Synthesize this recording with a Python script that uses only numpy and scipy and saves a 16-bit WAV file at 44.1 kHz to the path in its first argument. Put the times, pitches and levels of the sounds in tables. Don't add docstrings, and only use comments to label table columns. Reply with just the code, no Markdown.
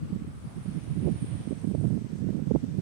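import sys
import numpy as np
from scipy import signal
from scipy.fft import rfft, irfft
from scipy.io import wavfile
from scipy.ndimage import uniform_filter1d, map_coordinates

SR = 44100
rng = np.random.default_rng(int(sys.argv[2]) if len(sys.argv) > 2 else 0)


def makeup_ratio(level_db):
    decades = np.asarray(level_db, float) / 20
    return 10 ** decades


def master(y):
    cut = np.clip(np.atleast_2d(y).T, -1, 1)
    pcm = np.round(cut * 32767)
    wavfile.write(sys.argv[1], SR, pcm.astype(np.int16))


N = 123921
T = np.arange(N) / SR

# pitch_hz, level_db (per Hz)
FIELD_LEFT = [(60, -6), (100, -9), (220, -0.5), (330, -13.5), (800, -22.5), (2000, -29.5), (4500, -34),
              (12000, -40.5)]
FIELD_RIGHT = [(100, 2), (400, -12), (800, -19.5), (2000, -24.5), (4500, -35), (12000, -51.5)]
# time_s, left_db, right_db
GUSTS = [(0.0, -34, -45), (0.168, -43.5, -33.5), (0.328, -43, -42.5), (0.498, -46, -41.5),
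         (0.661, -45, -37.5), (0.827, -46.5, -35.5), (0.989, -41.5, -29), (1.16, -43.5, -33.5),
         (1.316, -41.5, -33.5), (1.489, -48.5, -35.5), (1.65, -48.5, -32), (1.819, -47.5, -28),
         (1.979, -47.5, -30), (2.15, -49, -33), (2.31, -48.5, -28), (2.479, -50, -30), (2.64, -44, -30),
         (2.81, -43.5, -30.5)]
# pitch_hz, level_db (per Hz)
RUMBLE = [(25, -6), (45, -35), (80, 0), (130, 0.5), (210, -4.5), (320, -16), (500, -29), (900, -60)]
# peak_s, peak_db, swirl_hz, length_ms
LEFT_BUFFETS = [(0.029, -23, 161.5, 20.8), (0.054, -33, 222.7, 24.4), (0.081, -50, 142, 19),
                (0.107, -29.5, 214.6, 14), (0.249, -28.5, 171, 5.9), (0.289, -32.5, 136, 8.1),
                (0.379, -32, 149.6, 12), (0.453, -28.9, 160.4, 27), (0.575, -38, 148.5, 14),
                (0.597, -42, 182, 18.4), (0.622, -33, 158.3, 16), (0.705, -34, 166, 9),
                (0.75, -36.5, 161.4, 16), (0.934, -34, 116.2, 54), (1.031, -40, 139, 7.6),
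                (1.14, -27.5, 130.3, 9.5), (1.18, -50, 133, 9.9), (1.245, -22, 213.7, 8.3),
                (1.355, -35, 157, 17), (1.407, -28, 151, 18.4), (2.642, -31, 167.6, 9.4),
                (2.7, -30.5, 204.2, 7.5)]
# peak_s, peak_db, swirl_hz, length_ms
RIGHT_BUFFETS = [(0.04, -30.5, 140.7, 29.5), (0.132, -20, 170, 22), (0.161, -20.5, 169, 12.3),
                 (0.221, -21, 127.6, 3.9), (0.28, -29, 173, 11), (0.475, -26, 136.7, 15),
                 (0.578, -28, 197.5, 30.4), (0.688, -21, 158, 22.5), (0.772, -22, 171, 31),
                 (0.847, -30.5, 200.4, 13.8), (0.922, -22.5, 140.3, 37.3), (0.978, -20.5, 183.2, 19.6),
                 (1.034, -20.5, 200, 27.3), (1.058, -22.5, 91, 42), (1.066, -18.5, 168.7, 36.6),
                 (1.08, -21, 330, 42.4), (1.119, -17.5, 139, 31.7), (1.161, -22.5, 153.3, 10),
                 (1.36, -31.5, 92.4, 33), (1.227, -16.5, 146, 17.6), (1.288, -23.5, 188, 18),
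                 (1.328, -23.5, 132.4, 35), (1.454, -26, 223, 6.6), (1.476, -19.5, 218, 11.6),
                 (1.511, -18.5, 195.5, 8.9), (1.529, -17.5, 222.6, 8.6),
                 (1.577, -24.0, 186.6, 10), (1.646, -19, 211, 17.6), (1.702, -26, 172.4, 55.5),
                 (1.729, -29.5, 83, 34), (1.748, -20, 330, 9.6), (1.755, -16.5, 148.4, 15),
                 (1.792, -22.5, 136, 48), (1.844, -26, 358.7, 11.7), (1.866, -21.5, 125, 59),
                 (1.922, -20, 181, 51), (1.963, -24, 179.4, 51), (2.019, -27, 190, 15.7),
                 (2.227, -21.5, 207.4, 15.3), (2.246, -19, 188.2, 14.4), (2.269, -18, 167.9, 19),
                 (2.292, -21, 223, 7.8), (2.352, -18, 219.6, 13.2), (2.384, -19, 206.6, 8.7),
                 (2.427, -19.5, 167, 18), (2.472, -16, 152, 14.6), (2.512, -17.5, 397, 5.9),
                 (2.519, -13, 188.5, 11.3), (2.523, -24, 93.4, 56), (2.551, -14, 252.3, 15.1),
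                 (2.563, -12.5, 133.8, 18), (2.64, -20.5, 249.4, 18.2), (2.69, -22.5, 161, 11),
                 (2.729, -29.5, 165.7, 12.5), (2.788, -18, 168.3, 11.4)]
# middle_s, depth_db, length_ms
LULLS = [
    (0.549, -2.5, 35),
    (1.192, -11, 12.4),
    (1.252, -10, 20),
    (1.431, -6.5, 27),
    (1.597, -9, 26),
    (2.082, -20, 17),
    (2.45, -10.5, 22.7),
    (2.591, -7, 28),
    (2.665, -5, 14),
    (2.751, -2.5, 17),
]
# peak_s, peak_db
SNAPS = [(0.126, -42.5), (0.162, -45), (0.688, -45), (1.044, -38.5), (1.058, -40), (1.078, -36),
         (1.098, -43), (1.453, -45), (1.471, -42.5), (1.515, -35), (1.641, -38), (1.711, -37),
         (1.745, -35.5), (1.81, -37.5), (1.839, -34.5), (1.903, -36), (1.928, -39.5), (1.974, -37),
         (2.012, -47), (2.044, -44), (2.207, -45), (2.242, -42.5), (2.262, -44), (2.287, -35), (2.32, -61),
         (2.35, -43), (2.39, -37.5), (2.468, -42), (2.511, -28), (2.548, -29.5), (2.557, -23.5),
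         (2.642, -52), (2.679, -48), (2.707, -52), (2.767, -50), (2.788, -38.5)]
# pitch_hz, level_db (per Hz)
SWISH = [(300, 3), (700, 7), (1300, -2.5), (2200, -2), (3200, -4), (5000, -13), (7500, -36), (12000, -44)]
# time_s, swish_db, whistle_db
BLADE = [
    (0, -105, -80),
    (.3, -70.5, -75),
    (.7, -58.5, -68),
    (1.0, -57, -69),
    (1.33, -54, -63.5),
    (1.43, -55.5, -68),
    (1.85, -65.5, -71.5),
    (2.05, -71, -82),
    (2.81, -69.5, -93),
]
# middle_s, span_s, pitch_hz, width_hz, level_db
PUFFS = [
    (.33, 0.48, 1200, 250, -64),
    (.51, 0.06, 690, 438, -58.5),
    (2.18, 0.032, 6400, 4990, -67),
]
# rest_pitch_hz, width_hz, left_db, right_db, leaving_gain_db
WHISTLES = [
    (7950, 230, -10.5, -5.5, -12),
    (8690, 206, -7, 0.5, 3),
    (9720, 150, -10, -4, 3.5),
    (9060, 1600, -5, -1, -3),
]
# pitch_hz, level_db (per Hz)
WAKE = [(2000, 1.5), (4000, -3), (6000, 3.5), (12000, -24)]
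# pitch_hz, width_hz, gain_db
PORTS = [
    (8070, 900, 1),
    (9125, 860, 7),
]


def evened(x):
    return x / np.sqrt(np.mean(x ** 2) + 1e-20)


def flattened(x):
    evenness = 0.56
    return evened(x / (abs(signal.hilbert(x)) + 0.33) ** evenness)


def read(points, hz):
    f, value = np.transpose(points)
    return np.interp(np.log(hz + 1), np.log(f + 1), value)


def slow(n, span):
    w = max(round(span), 1)
    noise = uniform_filter1d(rng.standard_normal(n + 4000), w)
    return evened(uniform_filter1d(noise, w)[2000:2000 + n])


def add(mix, s, sound):
    start = round(s * SR) - len(sound) // 2
    part = mix[max(start, 0):max(start + len(sound), 0)]
    part += sound[max(-start, 0):][:len(part)]


def air(points, patch_db):
    frames, hz = N // 256 + 5, np.fft.rfftfreq(1024, 1 / SR)
    a, b, patches = rng.standard_normal((frames, 513, 3)).T
    patches = uniform_filter1d(patches, size=10, axis=0)
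    patches = evened(uniform_filter1d(patches, size=12, axis=1))
    z = (a + 1j * b) * makeup_ratio(read(points, hz)[:, None] + patch_db * patches)
    return evened(signal.istft(z, nperseg=1024, noverlap=768)[1][:N])


def resonate(x, hz, width):
    turn = np.exp(2j * np.pi * np.cumsum(hz * np.ones(len(x))) / SR)
    r = np.exp(-np.pi * width / SR)
    return 2 * (turn * signal.lfilter([1 - r], [1, -r], x / turn + 1e-18)).real


def ring_twice(x, hz, width):
    return resonate(resonate(x, hz, width), hz, 2 * width)


def breathy_tone(hz, width):
    return evened(ring_twice(rng.standard_normal(N), hz, width))


def field():
    swell = makeup_ratio(-0.6 * slow(N, .15 * SR))
    left = makeup_ratio(-48) * swell * air(FIELD_LEFT, patch_db=1.83)
    right = makeup_ratio(-46.5) * swell * air(FIELD_RIGHT, patch_db=1.83)
    return np.array([left, right])


def rumble(gust_db):
    calm_db, lump_db, lump_s = -50, 3.5, .008
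    db = gust_db + lump_db * np.clip((gust_db - calm_db) / 8, .1, 1) * slow(N, lump_s * SR)
    hz = np.fft.rfftfreq(2 * N, 1 / SR)
    eddies = irfft(rfft(rng.standard_normal(2 * N)) * makeup_ratio(read(RUMBLE, hz)))
    eddies = flattened(evened(eddies))
    speed = np.clip(np.exp(0.0171 * (db + 35)), .5, 1.9)
    moving = map_coordinates(eddies, [np.cumsum(speed)], order=3)
    strength = np.sqrt(np.maximum(makeup_ratio(2 * db) - makeup_ratio(2 * calm_db + 0.5), 0))
    return strength * moving


def whine():
    pitch_hz, width_hz, fade_db_per_s = 7950, 15, -18
    out = np.zeros((2, N))
    for c, db in enumerate((-77.5, -89)):
        tone = evened(resonate(rng.standard_normal(N), pitch_hz, width_hz))
        out[c] = makeup_ratio(db + fade_db_per_s * T) * tone
    return out


def buffet(db, hz, ms):
    wander, sag, swirl_db, steep = 0.1724, 0.2494, -6, 3.64
    t = np.arange(-2048, 2048) / SR
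    place = 1000 * t / ms
    pitch = hz * np.exp(wander * slow(len(t), 136.3) - sag * np.clip(place, -1, 1))
    swings = np.cos(2 * np.pi * (np.cumsum(pitch) / SR + rng.random()))
    f = np.fft.rfftfreq(len(t), 1 / SR) / hz
    swirl = evened(irfft(rfft(rng.standard_normal(len(t))) * (f * np.exp(-f)) ** steep))
    bell = makeup_ratio(db - 33.2 * place ** 2)
    wave = bell * flattened(swings + makeup_ratio(swirl_db) * swirl)
    return evened(wave) * np.sqrt(np.mean(bell ** 2) / 2)


def lulls():
    dips_db = np.zeros(N)
    for at, depth_db, ms in LULLS:
        dips_db += depth_db * np.exp(-2 * (1000 * (T - at) / ms) ** 2)
    return makeup_ratio(dips_db)


def snap(db):
    pitch_hz, steep, boost_db = 330 * np.exp(0.013 * (db + 22)), 2.16, 12
    f = np.fft.rfftfreq(2048, 1 / SR) / pitch_hz
    flick = irfft((f * np.exp(-f)) ** steep * np.exp(2j * np.pi * rng.random()))
    flick = np.fft.fftshift(flick)
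    return makeup_ratio(db + boost_db) * flick / abs(signal.hilbert(flick)).max()


def wind():
    s, left_db, right_db = np.transpose(GUSTS)
    left = rumble(np.interp(T, s, left_db))
    right = rumble(np.interp(T, s, right_db))
    for at, *row in LEFT_BUFFETS:
        add(left, at, buffet(*row))
    for at, *row in RIGHT_BUFFETS:
        add(right, at, buffet(*row))
    right *= lulls()
    snap_late_s = 0.002973
    for at, db in SNAPS:
        add(right, at + snap_late_s, snap(db))
    ending = np.minimum((T[-1] - T) / 0.0045, 1)
    return np.array([left, right]) * ending


def swish():
    s, swish_db, _ = np.transpose(BLADE)
    near = makeup_ratio(np.interp(T, s, swish_db))
    return np.array([near * air(SWISH, patch_db=-0.5) for _ in range(2)])


def whistles():
    pass_s, pass_width_s, shift, flutter_db = 1.498, 0.62, 0.13, 2
    s, _, whistle_db = np.transpose(BLADE)
    near_db = np.interp(T, s, whistle_db)
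    x = (T - pass_s) / pass_width_s
    slide = 1 - shift * x / np.sqrt(1 + x ** 2)
    out = np.zeros((2, N))
    for c in (0, 1):
        for hz, width, *port_db, leave_db in WHISTLES:
            db = near_db + port_db[c] + leave_db * np.clip(x, 0, 1)
            db += flutter_db * slow(N, 1700)
            out[c] += makeup_ratio(db) * breathy_tone(hz * slide, width)
    return out


def puffs():
    out = np.zeros((2, N))
    for c in (0, 1):
        for at, span, hz, width, db in PUFFS:
            bell = makeup_ratio(db - 6.2 * ((T - at) / span) ** 2)
            out[c] += bell * breathy_tone(hz, width)
    return out


def wake():
    rise_s = 0.21
    gusty_db = 0.98 * slow(N, 2500)
    out = np.zeros((2, N))
    for c, (db, start_s) in enumerate(((-64.5, 0.35), (-73, 0.6))):
        growth = 1 / (1 + np.exp((start_s - T) / rise_s))
        out[c] = makeup_ratio(db + gusty_db) * air(WAKE, patch_db=2.0) * growth
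    return out


def scene():
    blade = swish() + whistles() + puffs() + wake()
    return field() + whine() + wind() + blade


def top_cut(x):
    return signal.sosfilt(signal.butter(12, 15740, fs=SR, output="sos"), x)


def record(dry):
    rung = np.array([x + makeup_ratio(db) * ring_twice(x, hz, width) for x, (hz, width, db) in zip(dry, PORTS)])
    rolled = signal.sosfilt(signal.butter(4, 10130, fs=SR, output="sos"), rung)
    rolled = signal.sosfilt(signal.butter(3, 51, "high", fs=SR, output="sos"), rolled)
    self_noise = makeup_ratio(-73.5) * rng.standard_normal((2, N))
    return top_cut(rolled + self_noise)


dry = scene()
out = record(dry)
master(out)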